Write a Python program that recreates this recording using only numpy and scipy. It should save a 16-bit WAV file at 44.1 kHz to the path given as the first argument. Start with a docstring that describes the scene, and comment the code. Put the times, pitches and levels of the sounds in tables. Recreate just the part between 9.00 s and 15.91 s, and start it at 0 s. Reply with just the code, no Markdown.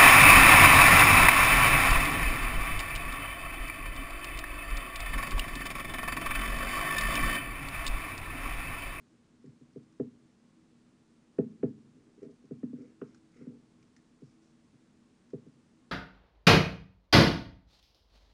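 """A wooden desk top booms as a wallet made of tape is folded, opened and stood on it.
Each touch rings the desk's modes, heard up close because the microphone sits on the same desk.
The wallet's stiff edge clacks and drags; its tape snaps, crinkles and rustles faintly under the fingers.
Behind it all are a small room's ring, a fan's low hum and the microphone's hiss."""
import sys
import numpy as np
from scipy import signal
from scipy.fft import rfft, irfft
from scipy.io import wavfile

SR = 44100
rng = np.random.default_rng(int(sys.argv[2]) if len(sys.argv) > 2 else 0)


def master_out(mix):
    """Clip the mix to full scale and print it as 16-bit PCM to the path in sys.argv[1]."""
    frames = np.transpose(np.atleast_2d(mix))
    ceiling = np.clip(frames, -1, 1)
    pcm = np.round(ceiling * 32767).astype(np.int16)
    wavfile.write(sys.argv[1], SR, pcm)


N = 304761
TIME = np.arange(N) / SR
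FIRM_DB = -24.5   # the force of a firm blow

# Wallet and hand hit the desk; each spot favours its own mix of bass, thump and rap modes.
# start_s, force_db, bass_db, thump_db, rap_db
KNOCKS = [(0.4404, -49, 6, 3, 2), (0.469, -47, 8.5, 3, -22), (0.61, -51, 7, -10, -4),
          (0.7593, -41.5, 6, 1, 5.5), (0.9987, -27.5, 0.5, -12, 4), (2.3865, -25, 1.5, 12.5, 8.5),
          (2.632, -24, 3, -0.5, 5), (3.218, -53, -12, -5, 12), (3.228, -43, -18, -12, 7),
          (3.439, -51.5, 3, 4, -1.5), (3.5092, -37, 6, 5.5, 2.5), (3.6314, -27.5, -6.5, 2, -12),
          (3.7309, -33.5, -4, -2, -12.5), (4.017, -37.5, 0, 4, 7), (4.411, -44, 5, 2, -3),
          (4.468, -36, -2, 3.5, -14), (5.2197, -48, 12, 4, 1.5), (5.732, -60, 12.5, -3.5, -3),
          (6.333, -38.5, 9, 6.5, 10), (6.4639, -50, 6.5, 6, 1)]


def knocks(firm_cutoff_hz=716, db_per_octave=49.5, settle_s=0.072, settle_db=-16):
    """Blows boom through the desk, firmer ones shorter in contact and so brighter; each settles softly."""
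    out = np.zeros(N)
    for start_s, force_db, bass_db, thump_db, rap_db in KNOCKS:
        cutoff_hz = np.clip(firm_cutoff_hz * 2 ** ((force_db - FIRM_DB) / db_per_octave), 100, 4000)
        boom = butter(desk_ring(bass_db, thump_db, rap_db), cutoff_hz, "low", order=4)
        add(out, start_s, from_db(force_db) * boom)
        second_touch = butter(desk_ring(bass_db=-6, thump_db=thump_db, rap_db=-22), 307, "low", order=4)
        add(out, start_s + settle_s * rng.uniform(0.9, 0.97), from_db(force_db + settle_db) * second_touch)
    return out


# The woody ring of the desk top: pitch_hz, level_db, t60_s
DESK_MODES = [(79, -39.5, .184), (108.5, -23, 0.42), (137.6, -12, 0.23), (157.4, -10, 0.095),
              (184, -16.5, 0.056), (216.6, -15, 0.5), (241.9, -5.5, 0.24), (255.9, -8, .18),
              (293.8, -6, 0.15), (396.2, -0.5, 0.072), (424.3, -13.5, 0.15), (460.4, -8, 0.074),
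              (483.3, -2.5, 0.049), (646, -18, 0.088), (739, -29.5, 0.089), (806, -32, 0.13),
              (868, -35, 0.15)]
# Low bending waves travel slower, so the bass lands late: pitch_hz, lag_s
BENDING_LAG = [(140, .0101), (260, .002), (400, 0)]


def desk_ring(bass_db, thump_db, rap_db):
    """The desk's answer to a click; where it is struck decides how much each group of modes takes."""
    out = np.zeros(SR)
    for k, (hz, level_db, t60_s) in enumerate(DESK_MODES):
        lag_s = np.interp(hz, *np.transpose(BENDING_LAG))
        t = np.maximum(TIME[:SR] - lag_s, 0)
        spot_db = np.interp(hz, [140, 190, 244, 275, 400], [bass_db, thump_db, 0, 0, rap_db])
        out += (-1) ** k * from_db(level_db + spot_db - 60 * t / t60_s) * np.sin(2 * np.pi * hz * t)
    return out


# Dull scrapes of the wallet's edge across the wood: start_s, length_s, level_db
DRAGS = [(0.429, 0.14, -64), (2.924, 0.24, -65.5), (3.171, 0.053, -59.5), (3.236, 0.11, -50.5),
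         (3.758, 0.18, -54), (4.356, 0.27, -57.5)]


def drags(cutoff_hz=590):
    """The edge sticks and slips, shaking the desk's modes."""
    out = np.zeros(N)
    friction = slips(per_s=400, spread_db=2.5)
    shaken_desk = signal.fftconvolve(friction, desk_ring(bass_db=1, thump_db=-9, rap_db=2))[:N]
    scrape = butter(shaken_desk, cutoff_hz, "low", order=4)
    for start_s, length_s, level_db in DRAGS:
        add(out, start_s, from_db(level_db) * stroke(scrape, start_s, length_s))
    return out


# The hard midrange clack as the wallet's edge strikes the desk: pitch_hz, width_hz, gain_db
CLACK_RESONANCES = [(1054, 380, 2.5), (1310, 310, 1.5), (1780, 120, -2.5), (2600, 430, -6.5)]


def clacks(lead_s=0.00195, firm_clack_db=-68, cutoff_hz=2470):
    """The stiff edge rings the desk's high modes just ahead of each boom; soft tape dulls the top."""
    out = np.zeros(N)
    landings = [(start_s - lead_s, firm_clack_db + 1.26 * (force_db - FIRM_DB) + 0.49 * rap_db)
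                for start_s, force_db, _, _, rap_db in KNOCKS]
    slap = (4.0147, -62.5)   # the wallet tips over and falls flat: start_s, level_db
    for start_s, level_db in landings + [slap]:
        high_modes = body(burst(t60_s=0.041, rattle_db=-10), CLACK_RESONANCES)
        add(out, start_s, from_db(level_db) * rms_one(butter(high_modes, cutoff_hz, "low", order=6)))
    return out


# Creases in the tape snap over: start_s, level_db, pitch_hz
CREASE_SNAPS = [(0.4609, -60, 1880), (0.9248, -62, 1270), (3.2301, -58, 2100), (3.819, -63, 1310),
                (4.1463, -51.5, 1420), (4.368, -61, 1980), (4.8274, -57.5, 2330), (4.9646, -51.5, 1730),
                (6.3038, -59, 1640)]


def snaps(panel_db=-26, crisp_db=-27.5):
    """Each crease buckles, ringing a patch of panel at its own pitch with a crisp tick from the skin."""
    out = np.zeros(N)
    for start_s, level_db, pitch_hz in CREASE_SNAPS:
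        buckle = burst(t60_s=0.04, rattle_db=-16)
        panel = from_db(panel_db) * rms_one(panel_patch(buckle, pitch_hz))
        crisp = from_db(crisp_db) * rms_one(skin(buckle))
        add(out, start_s, from_db(level_db) * (panel + crisp))
    return out


# Fingers slide over the tape: start_s, length_s, panel_db, crisp_db
FINGER_SLIDES = [(3.207, 0.072, -79, -90), (3.755, 0.19, -79.5, -89), (4.027, 0.14, -83, -84.5),
                 (4.327, 0.18, -75.5, -87), (4.775, .075, -87, -96), (5.228, .14, -96, -83.5),
                 (5.411, .13, -93, -84)]
# The two patches of the wallet's panel that flex under a finger: pitch_hz, gain_db
FLEXED_PATCHES = [(1350, -1.5), (2050, -0.5)]


def rustles():
    """Sticky, uneven slips flex the panel, while fine friction hisses on the plastic skin."""
    out, panel = np.zeros(N), np.zeros(N)
    for pitch_hz, gain_db in FLEXED_PATCHES:
        friction = slips(per_s=470, spread_db=3.5)
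        panel += from_db(gain_db) * rms_one(panel_patch(friction, pitch_hz, width_share=0.28))
    crisp = skin(slips(per_s=1500, spread_db=2))
    for start_s, length_s, panel_db, crisp_db in FINGER_SLIDES:
        add(out, start_s, from_db(panel_db) * stroke(panel, start_s, length_s))
        add(out, start_s, from_db(crisp_db) * stroke(crisp, start_s, length_s))
    return out


def crinkles(window_s=0.36, level_db=-92, spread_db=3):
    """A small crease gives way near each knock, while the fingers press hardest; only the skin sounds."""
    out = np.zeros(N)
    for knock_s, *_ in KNOCKS:
        offset, size = rng.uniform(-1, 1, 2)
        tick = rms_one(skin(burst(t60_s=0.04, rattle_db=-14.5)))
        add(out, knock_s + offset * window_s / 2, from_db(level_db + spread_db * size) * tick)
    return out


def panel_patch(x, pitch_hz, width_share=0.38):
    """A flexed patch of the wallet's panel rings broadly about one pitch."""
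    width_hz = width_share * pitch_hz
    return resonance(resonance(x, pitch_hz, width_hz), pitch_hz, width_hz)


# The tape's plastic sheen: pitch_hz, width_hz, gain_db
SKIN_RESONANCES = [(5340, 910, 3), (6240, 1500, -6)]


def skin(x):
    """The tape's plastic skin rings only in the crisp top end."""
    return butter(body(x, SKIN_RESONANCES), [3800, 8000], "band")


# The small room holds on to its lows longest: band_hz, t60_s
ROOM_DECAY = [(100, 0.95), (250, 0.75), (500, 0.13), (1200, 0.22), (8000, 0.16)]


def room(x, build_s=0.013):
    """A diffuse tail builds up, then each octave dies at its own rate."""
    t, tail = TIME[:SR], np.zeros(SR)
    for hz in 100 * 2.0 ** np.arange(7):
        band = butter(rng.standard_normal(SR), [hz / np.sqrt(2), hz * np.sqrt(2)], "band")
        tail += band * from_db(-60 * t / at_hz(ROOM_DECAY, hz))
    tail *= 1 - np.exp(-(t / build_s) ** 2)
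    return signal.fftconvolve(x, rms_one(tail) / np.sqrt(SR))[:N]


# The fan's wavering tones: pitch_hz, width_hz, level_db
FAN_TONES = [(165, 11, -85.5), (239.6, 10, -67.5), (321, 3, -72), (1085, 3, -91)]
# The colour of its rumble: frequency_hz, relative_db
FAN_SPECTRUM = [(20, -20), (55, -16.5), (90, -11.5), (135, -7.5), (235, -5.5), (330, -18.5), (410, -13.5),
                (520, -20), (900, -32), (2000, -87)]


def fan(rumble_db=-67.5):
    """A fan hums in narrow bands of noise over a steady low rumble."""
    hum = np.zeros(N)
    for pitch_hz, width_hz, level_db in FAN_TONES:
        tone = resonance(rng.standard_normal(N + SR), pitch_hz, width_hz)[SR:]   # skip the swell-in
        hum += from_db(level_db) * rms_one(tone)
    return butter(hum, 1800, "low") + from_db(rumble_db) * shaped_noise(FAN_SPECTRUM)


# The colour of the hiss: frequency_hz, relative_db
HISS_SPECTRUM = [(300, -34), (700, -5.5), (1100, -3), (2000, -7), (3300, -10), (5300, -11.5), (7500, -13),
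                 (9100, -16), (10400, -23), (13000, -48.5)]


def microphone_hiss(level_db=-76):
    """The microphone's own steady noise floor."""
    return from_db(level_db) * shaped_noise(HISS_SPECTRUM)


def slips(per_s, spread_db):
    """Friction: tiny slips at random moments and of uneven size."""
    slipping = rng.random(N) < per_s / SR
    polarity = rng.choice([-1, 1], N)
    size = from_db(spread_db * np.clip(rng.normal(size=N), -2, 2))
    return slipping * polarity * size + 1e-18


def stroke(source, start_s, length_s):
    """A stretch of friction sound at unit power that swells quickly and eases off."""
    part = source[int(start_s * SR):int((start_s + length_s) * SR)]
    along = np.linspace(0, 1, len(part))
    return rms_one(part * np.sqrt(along) * (1 - along))


def burst(t60_s, rattle_db):
    """One sharp contact, then a quickly dying rattle of micro-contacts."""
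    t = TIME[:SR // 10]
    return (t == 0) + rng.choice([-1, 1], len(t)) * from_db(rattle_db - 60 * t / t60_s)


def body(x, resonances):
    """Resonances in parallel."""
    return sum(from_db(gain_db) * resonance(x, hz, width_hz) for hz, width_hz, gain_db in resonances)


def resonance(x, hz, width_hz):
    """Two-pole band-pass with gain 1 at its peak."""
    radius = np.exp(-np.pi * width_hz / SR)
    feedforward = np.array([1, 0, -1]) * (1 - radius ** 2) / 2
    feedback = [1, -2 * radius * np.cos(2 * np.pi * hz / SR), radius ** 2]
    return signal.lfilter(feedforward, feedback, x)


def shaped_noise(spectrum):
    """Steady noise at unit power with a given spectrum."""
    gain = from_db(at_hz(spectrum, np.arange(N // 2 + 1) * SR / N))
    return rms_one(irfft(rfft(rng.standard_normal(N)) * gain, N))


def at_hz(points, hz):
    """Read a table on a log-frequency axis."""
    knots, values = np.transpose(points)
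    return np.interp(np.log(np.maximum(hz, 1)), np.log(knots), values)


def butter(x, hz, kind, order=2):
    """Causal Butterworth filter."""
    return signal.sosfilt(signal.butter(order, hz, kind, fs=SR, output="sos"), x)


def from_db(db):
    """Decibels to gain."""
    return 10 ** (np.asarray(db) / 20)


def rms_one(x):
    """Scale to unit power."""
    return x / np.sqrt(np.mean(x ** 2) + 1e-20)


def add(track, start_s, sound):
    """Mix a sound into a track from start_s on."""
    start = int(np.clip(round(start_s * SR), 0, N - 1))
    track[start:start + len(sound)] += sound[:N - start]


def scene():
    """Desk and wallet up close in a small room, over fan and hiss, in mono."""
    desk = butter(knocks() + drags(), 55.5, "high")   # the microphone takes little deep bass
    wallet = clacks() + snaps() + crinkles() + rustles()
    reverb = from_db(-27) * room(desk) + from_db(-14) * room(wallet)
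    return (desk + wallet + reverb + fan() + microphone_hiss())[None]


def record(dry):
    """A steep low-pass takes off the air above 10.6 kHz."""
    return signal.sosfilt(signal.ellip(10, 0.1, 70, 10600, fs=SR, output="sos"), dry)


dry = scene()
out = record(dry)
master_out(out)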